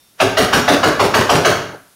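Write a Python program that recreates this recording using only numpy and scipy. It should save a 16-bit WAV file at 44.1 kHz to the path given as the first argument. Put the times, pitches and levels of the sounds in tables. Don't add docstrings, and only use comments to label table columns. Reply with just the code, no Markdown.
import sys
import numpy as np
from scipy import signal
from scipy.fft import rfft, irfft, next_fast_len
from scipy.io import wavfile
from scipy.ndimage import uniform_filter1d, minimum_filter1d

SR = 44100
rng = np.random.default_rng(int(sys.argv[2]) if len(sys.argv) > 2 else 0)


def magnitude_from_level(level_db):
    exponent = np.asarray(level_db, float) / 20
    return 10 ** exponent


def generate_wav(sig):
    pcm = np.round(np.clip(np.atleast_2d(sig).T, -1, 1) * 32767).astype(np.int16)
    wavfile.write(sys.argv[1], SR, pcm)


N = 85995

# start in seconds, peak in dB, brightness in dB per octave, boom in dB over the blow.
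STRIKES = [
    (0.201, -1.5, -1, 0),
    (0.371, -2, 1.46, 0.7),
    (0.528, -3, 1, -3.5),
    (0.679, 0, -0.56, 1.4),
    (0.831, -1, -0.76, -2.5),
    (0.995, -2.5, -0.35, 1.5),
    (1.14, -2, -0.1, 0.4),
    (1.293, -1.5, -0.03, 1.8),
    (1.448, -1, -0.14, 1.5),
]
# buzz in dB, its length in seconds, rock-back delay in seconds,
# rock-back in dB.
CHATTER = [
    (-21.5, 0.036, 0.093, -47),
    (-28.5, 0.083, 0.063, -26),
    (-14.5, 0.024, 0.052, -24),
    (-26, 0.046, 0.054, -23.5),
    (-27, 0.035, 0.053, -23),
    (-34, 0.051, 0.0616, -26),
    (-30, .035, 0.058, -22),
    (-20, 0.02, 0.0583, -18),
    (-27, 0.043, 0.063, -25.5),
]
# one in Hz, its dB, the other in Hz, its dB.
LANDING = [(920, 7, 3940, 3), (702, 15, 1980, 8.5), (770, 8, 1620, 10.5), (576, -1, 3500, 8.5),
           (820, 9.5, 1200, -4), (580, 13.5, 1300, 4), (1100, 4.5, 1650, 5), (1140, 3.5, 570, 8),
           (674, 6, 1280, 4.5)]
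# frequency in Hz, level in dB per Hz.
BLOW_COLOUR = [(200, -32.5), (400, -10), (600, -4.5), (1700, -7), (2400, -12.5), (5800, -18.5), (7100, -24),
               (7800, -26.5), (15800, -32)]
# frequency in Hz, delay in seconds.
SPEAKING_DELAY = [(300, 0.009827), (700, 0.00086), (2000, 0.00047), (5000, 0.00147), (9000, 0.0054)]
# frequency in Hz, width in Hz, level in dB over the blow colour.
PAN_MODES = [(583, 34, 7), (654, 103, 3), (724, 105, 3.5), (867, 20, 2), (940, 14, 0), (1117, 66, 5.5),
             (1220, 105, -13.5), (1292, 105, 1), (1582, 26, 8), (1719, 21, 8), (1926, 90, -11),
             (2175, 89, -15), (2870, 170, 4), (3270, 47, 7)]
# frequency in Hz, width in Hz, level in dB over the contact colour.
RIM_MODES = [(3970, 40, 4), (4410, 90, 4), (5100, 120, 2.5), (5610, 140, 5), (6790, 190, 4),
             (8130, 120, 1.5), (8650, 120, 4), (9080, 40, 3), (10100, 200, 2.5), (10500, 50, 4),
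             (11100, 40, 4), (11900, 120, 3), (13200, 150, 1.5), (14500, 60, 2.5)]
# frequency in Hz, level in dB.
TICK_COLOUR = [(300, 12), (1500, -6), (4000, -5.2), (7000, -17.5), (9000, -8), (15500, -25)]
# frequency in Hz, level in dB.
KNOCK_COLOUR = [(100, -12.5), (250, 2.5), (600, -2.8), (1500, -9.5), (4000, -16.5), (15500, -37)]
# frequency in Hz, width in Hz, level in dB.
STOVE_MODES = [(60.4, 7.6, -9), (102, 8.7, -0.5), (147, 31, -14), (188.4, 25, -10.5), (270.5, 16.8, -1.5),
               (310.5, 19, -2.5), (386, 24.2, 0.4), (444, 29.3, 1)]
# frequency in Hz, 60 dB decay time in seconds.
ROOM_T60 = [(100, 0.73), (400, 0.52), (1500, .7), (4000, 0.56), (6800, 0.62), (7800, 0.43), (11000, 0.45),
            (15500, .45)]
# frequency in Hz, level in dB over the late tail.
EARLY_COLOUR = [(300, -16), (1000, -2.5), (3000, 2.5), (5500, -7.5), (9000, -11)]
# frequency in Hz, level in dB.
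SETTLE_COLOUR = [(200, -36), (330, 1), (450, 1), (1000, -7.5), (1400, -13), (3000, -51)]
# frequency in Hz, level in dB per Hz.
HISS_COLOUR = [(30, -2), (120, -3), (600, -11), (2500, -14), (3700, -12.5), (6300, -14), (7800, -16.5),
               (10000, -10.5), (15800, -18.5)]
# frequency in Hz, level in dB.
WHINES = [(3618, -61), (5362, -76), (5502, -64.5), (6315, -92)]

EARLIER_S = 0.0005
DIRECT_DB, ROOM_DB, TICK_ROOM_DB = -13.5, 2.35, -2.5
BLOW_DB, PAN_DB, RIM_DB = 22, -1.5, 1.5
SCATTER_DB = 1.72
LANDING_Q = 10.2
CONTACT_S, CONTACT_RISE_S = 0.0069, 0.0012
SQUELCH_S, SQUELCH_DB = 0.0067, -25
TICKS_PER_S, TICK_SPREAD_DB, CHATTER_LAG_S = 1500, 3, 0.0032
ROCK_S = 0.016
KNOCKS_PER_S, KNOCK_DB, KNOCK_S = 220, 9.5, 0.021
THUD_HZ, THUD_S, THUD_DB = 150.8, 0.0081, 8.5
BOOM_RISE_S, BOOM_T60_S, BOOM_DB = 0.028, 0.27, -11
ROOM_RISE_S, EARLY_T60_S = 0.0022, 0.068
SETTLE_S, SETTLE_LEN_S, SETTLE_DB = 1.745, 0.028, -33.5
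FLOOR_DB = -53.5
WHINE_FADE_S = 0.13
HISS_SHIFT_DB, HISS_SHIFT_HZ = 1.5, 1500
DIM_S, DIM_DB_PER_S, DIM_HZ = 1.657, -29, 2500
DUCK_S, DUCK_LEN_S, DUCK_DB, DUCK_DB_PER_S = 1.76, 0.006, -2, -30
LOW_CUT_HZ, TOP_HZ = 40, 15780
LIMIT_DB, LIMIT_HOLD_S = -0.5, 0.0028
CEILING, HARDNESS = 0.93, 6


def masher():
    out = np.zeros(N + SR)
    t = np.arange(SR) / SR
    for (start, db, bright_db, boom_db), row, spot in zip(STRIKES, CHATTER, LANDING):
        hit = blow(t, db, bright_db, spot)
        buzz = chatter(t, *row)
        low = boom(t, db + boom_db)
        room = kitchen(magnitude_from_level(ROOM_DB) * (hit + low) + magnitude_from_level(TICK_ROOM_DB) * buzz)
        i = round((start - EARLIER_S) * SR)
        out[i:i + SR] += magnitude_from_level(DIRECT_DB) * hit + buzz + low + room
        out[i - 4000:i] += squelch(t, db)
    return out[:N]


def blow(t, db, bright_db, spot):
    favoured = [(hz, hz / LANDING_Q, lift_db) for hz, lift_db in (spot[:2], spot[2:])]
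    scrape = rng.standard_normal(len(t)) * magnitude_from_level(-60 * t / CONTACT_S) * (1 - np.exp(-t / CONTACT_RISE_S))
    push = (t == 0) + 0.36 * scrape

    def ring(f):
        late = np.exp(-2j * np.pi * np.cumsum(along(SPEAKING_DELAY, f)) * f[1])
        colour = along(BLOW_COLOUR, f) + bright_db * np.log2((f + 50) / 1000)
        body = humps(PAN_MODES + favoured, f, PAN_DB) + humps(RIM_MODES, f, RIM_DB)
        return late * causal(colour + body)

    x = filtered(push, ring)
    return magnitude_from_level(db + BLOW_DB) * x / np.linalg.norm(x)


def squelch(t, db):
    noise = unit(filtered(rng.standard_normal(len(t)), lambda f: magnitude_from_level(along(BLOW_COLOUR, f))))[:4000]
    return magnitude_from_level(db + SQUELCH_DB) * noise * np.exp(-t[4000:0:-1] / SQUELCH_S)


def chatter(t, db, length, rock_s, rock_db):
    fine = ticks(t, TICKS_PER_S, lambda f: along(TICK_COLOUR, f) + humps(RIM_MODES, f, RIM_DB))
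    knocks = ticks(t, KNOCKS_PER_S, lambda f: along(KNOCK_COLOUR, f))
    fade_in = np.clip((t - CHATTER_LAG_S) / 0.016, 0, 1)
    fade_out = np.clip((length - t) / 0.012 + 1, 0, 1)

    def rock(width_s):
        return magnitude_from_level(rock_db) * np.exp(-((t - rock_s) / width_s) ** 2)

    thud = rock(THUD_S) * np.sin(2 * np.pi * (THUD_HZ * t + rng.random()))
    buzz = fine * (magnitude_from_level(db) * fade_in * fade_out + rock(ROCK_S))
    return buzz + magnitude_from_level(KNOCK_DB) * knocks * rock(KNOCK_S) + magnitude_from_level(THUD_DB) * thud


def ticks(t, per_s, colour_db):
    chance, sign, size = rng.random((3, len(t)))
    strength = magnitude_from_level(-TICK_SPREAD_DB * np.log(size + 0.016))
    train = (chance < per_s / SR) * np.sign(sign - 0.5) * strength
    return unit(filtered(train, lambda f: causal(colour_db(f))))


def boom(t, db):
    drone = unit(filtered(rng.standard_normal(len(t)), lambda f: modes(STOVE_MODES, f, SCATTER_DB)))
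    rise = np.sin(np.pi / 2 * np.clip(t / BOOM_RISE_S, 0, 1)) ** 2
    return magnitude_from_level(db + BOOM_DB - 60 * t / BOOM_T60_S) * rise * drone


def kitchen(x):
    hz, t, z = signal.stft(rng.standard_normal(SR), SR, nperseg=256)
    late = magnitude_from_level(-60 * t / along(ROOM_T60, hz)[:, None])
    early = magnitude_from_level(along(EARLY_COLOUR, hz)[:, None] - 60 * t / EARLY_T60_S)
    tail = signal.istft(z * (late + early), SR, nperseg=256)[1][:SR]
    tail = tail * (1 - np.exp(-np.arange(SR) / SR / ROOM_RISE_S))
    return signal.fftconvolve(x, tail / np.linalg.norm(tail))[:len(x)]


def settle():
    t = np.arange(N) / SR
    shape = np.exp(-((t - SETTLE_S) / SETTLE_LEN_S) ** 2)
    return magnitude_from_level(SETTLE_DB) * shape * ticks(t, 480, lambda f: along(SETTLE_COLOUR, f))


def floor():
    t = np.arange(N) / SR
    hiss = unit(filtered(rng.standard_normal(N), lambda f: magnitude_from_level(along(HISS_COLOUR, f))))
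    drift = np.cumsum(rng.standard_normal((len(WHINES), N)), axis=1) * 0.062
    fade = np.exp(-(t / WHINE_FADE_S) ** 2)
    out = magnitude_from_level(FLOOR_DB) * hiss
    for (hz, db), phase in zip(WHINES, drift):
        out = out + magnitude_from_level(db + 2.5) * fade * np.sin(2 * np.pi * hz * t + phase)
    return out


def modes(peaks, f, scatter_db):
    total = 0
    for k, (centre, width, db) in enumerate(peaks):
        strength = (-1) ** k * magnitude_from_level(db + scatter_db * rng.standard_normal())
        total = total + strength * 1j * f * width / (centre ** 2 - f * f + 1j * f * width)
    return total


def humps(peaks, f, gain_db):
    power = 0
    for centre, width, db in peaks:
        strength = magnitude_from_level(db + gain_db + SCATTER_DB * rng.standard_normal()) ** 2
        power = power + strength / (1 + (2 * (f - centre) / width) ** 2)
    return 10 * np.log10(1 + power)


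def unit(x):
    return x / np.sqrt(np.mean(x ** 2) + 1e-20)


def along(points, hz):
    f, v = np.transpose(points)
    return np.interp(np.log(hz + 1), np.log(f + 1), v)


def filtered(x, response):
    m = next_fast_len(len(x) + 8192)
    return irfft(rfft(x, m) * response(np.fft.rfftfreq(m, 1 / SR)), m)[:len(x)]


def causal(db):
    c = irfft(np.maximum(db, -120) * np.log(10) / 20)
    c[1:len(c) // 2] *= 2
    c[len(c) // 2 + 1:] = 0
    return np.exp(rfft(c, 2 * len(db) - 2))


def above(x, hz):
    return filtered(x, lambda f: 1 / (1 + (hz / (f + 1)) ** 4))


def scene():
    t = np.arange(N) / SR
    bed = floor()
    struck = t > STRIKES[0][0]
    bed = bed - above(bed, HISS_SHIFT_HZ) * (1 - magnitude_from_level(HISS_SHIFT_DB)) * struck
    pan = masher()
    dim = magnitude_from_level(DIM_DB_PER_S * np.maximum(t - DIM_S, 0))
    pan = pan - above(pan, DIM_HZ) * (1 - dim)
    step = np.clip((t - DUCK_S) / DUCK_LEN_S, 0, 1)
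    duck = magnitude_from_level(DUCK_DB * step + DUCK_DB_PER_S * np.maximum(t - DUCK_S, 0))
    return ((pan + settle()) * duck + bed)[None]


def top_cut(x):
    return signal.sosfilt(signal.butter(12, 16150, fs=SR, output="sos"), x)


def record(dry):
    x = filtered(dry[0], lambda f: (1j * f / (LOW_CUT_HZ + 1j * f)) ** 3)
    hold = int(LIMIT_HOLD_S * SR) + 8
    need = np.minimum(1, magnitude_from_level(LIMIT_DB) / (np.abs(x) + 1e-9))
    x = x * uniform_filter1d(minimum_filter1d(need, hold), hold)
    x = x / (1 + np.abs(x / CEILING) ** HARDNESS) ** (1 / HARDNESS)
    x = filtered(x, lambda f: f < TOP_HZ)[None]
    return top_cut(x)


dry = scene()
out = record(dry)
generate_wav(out)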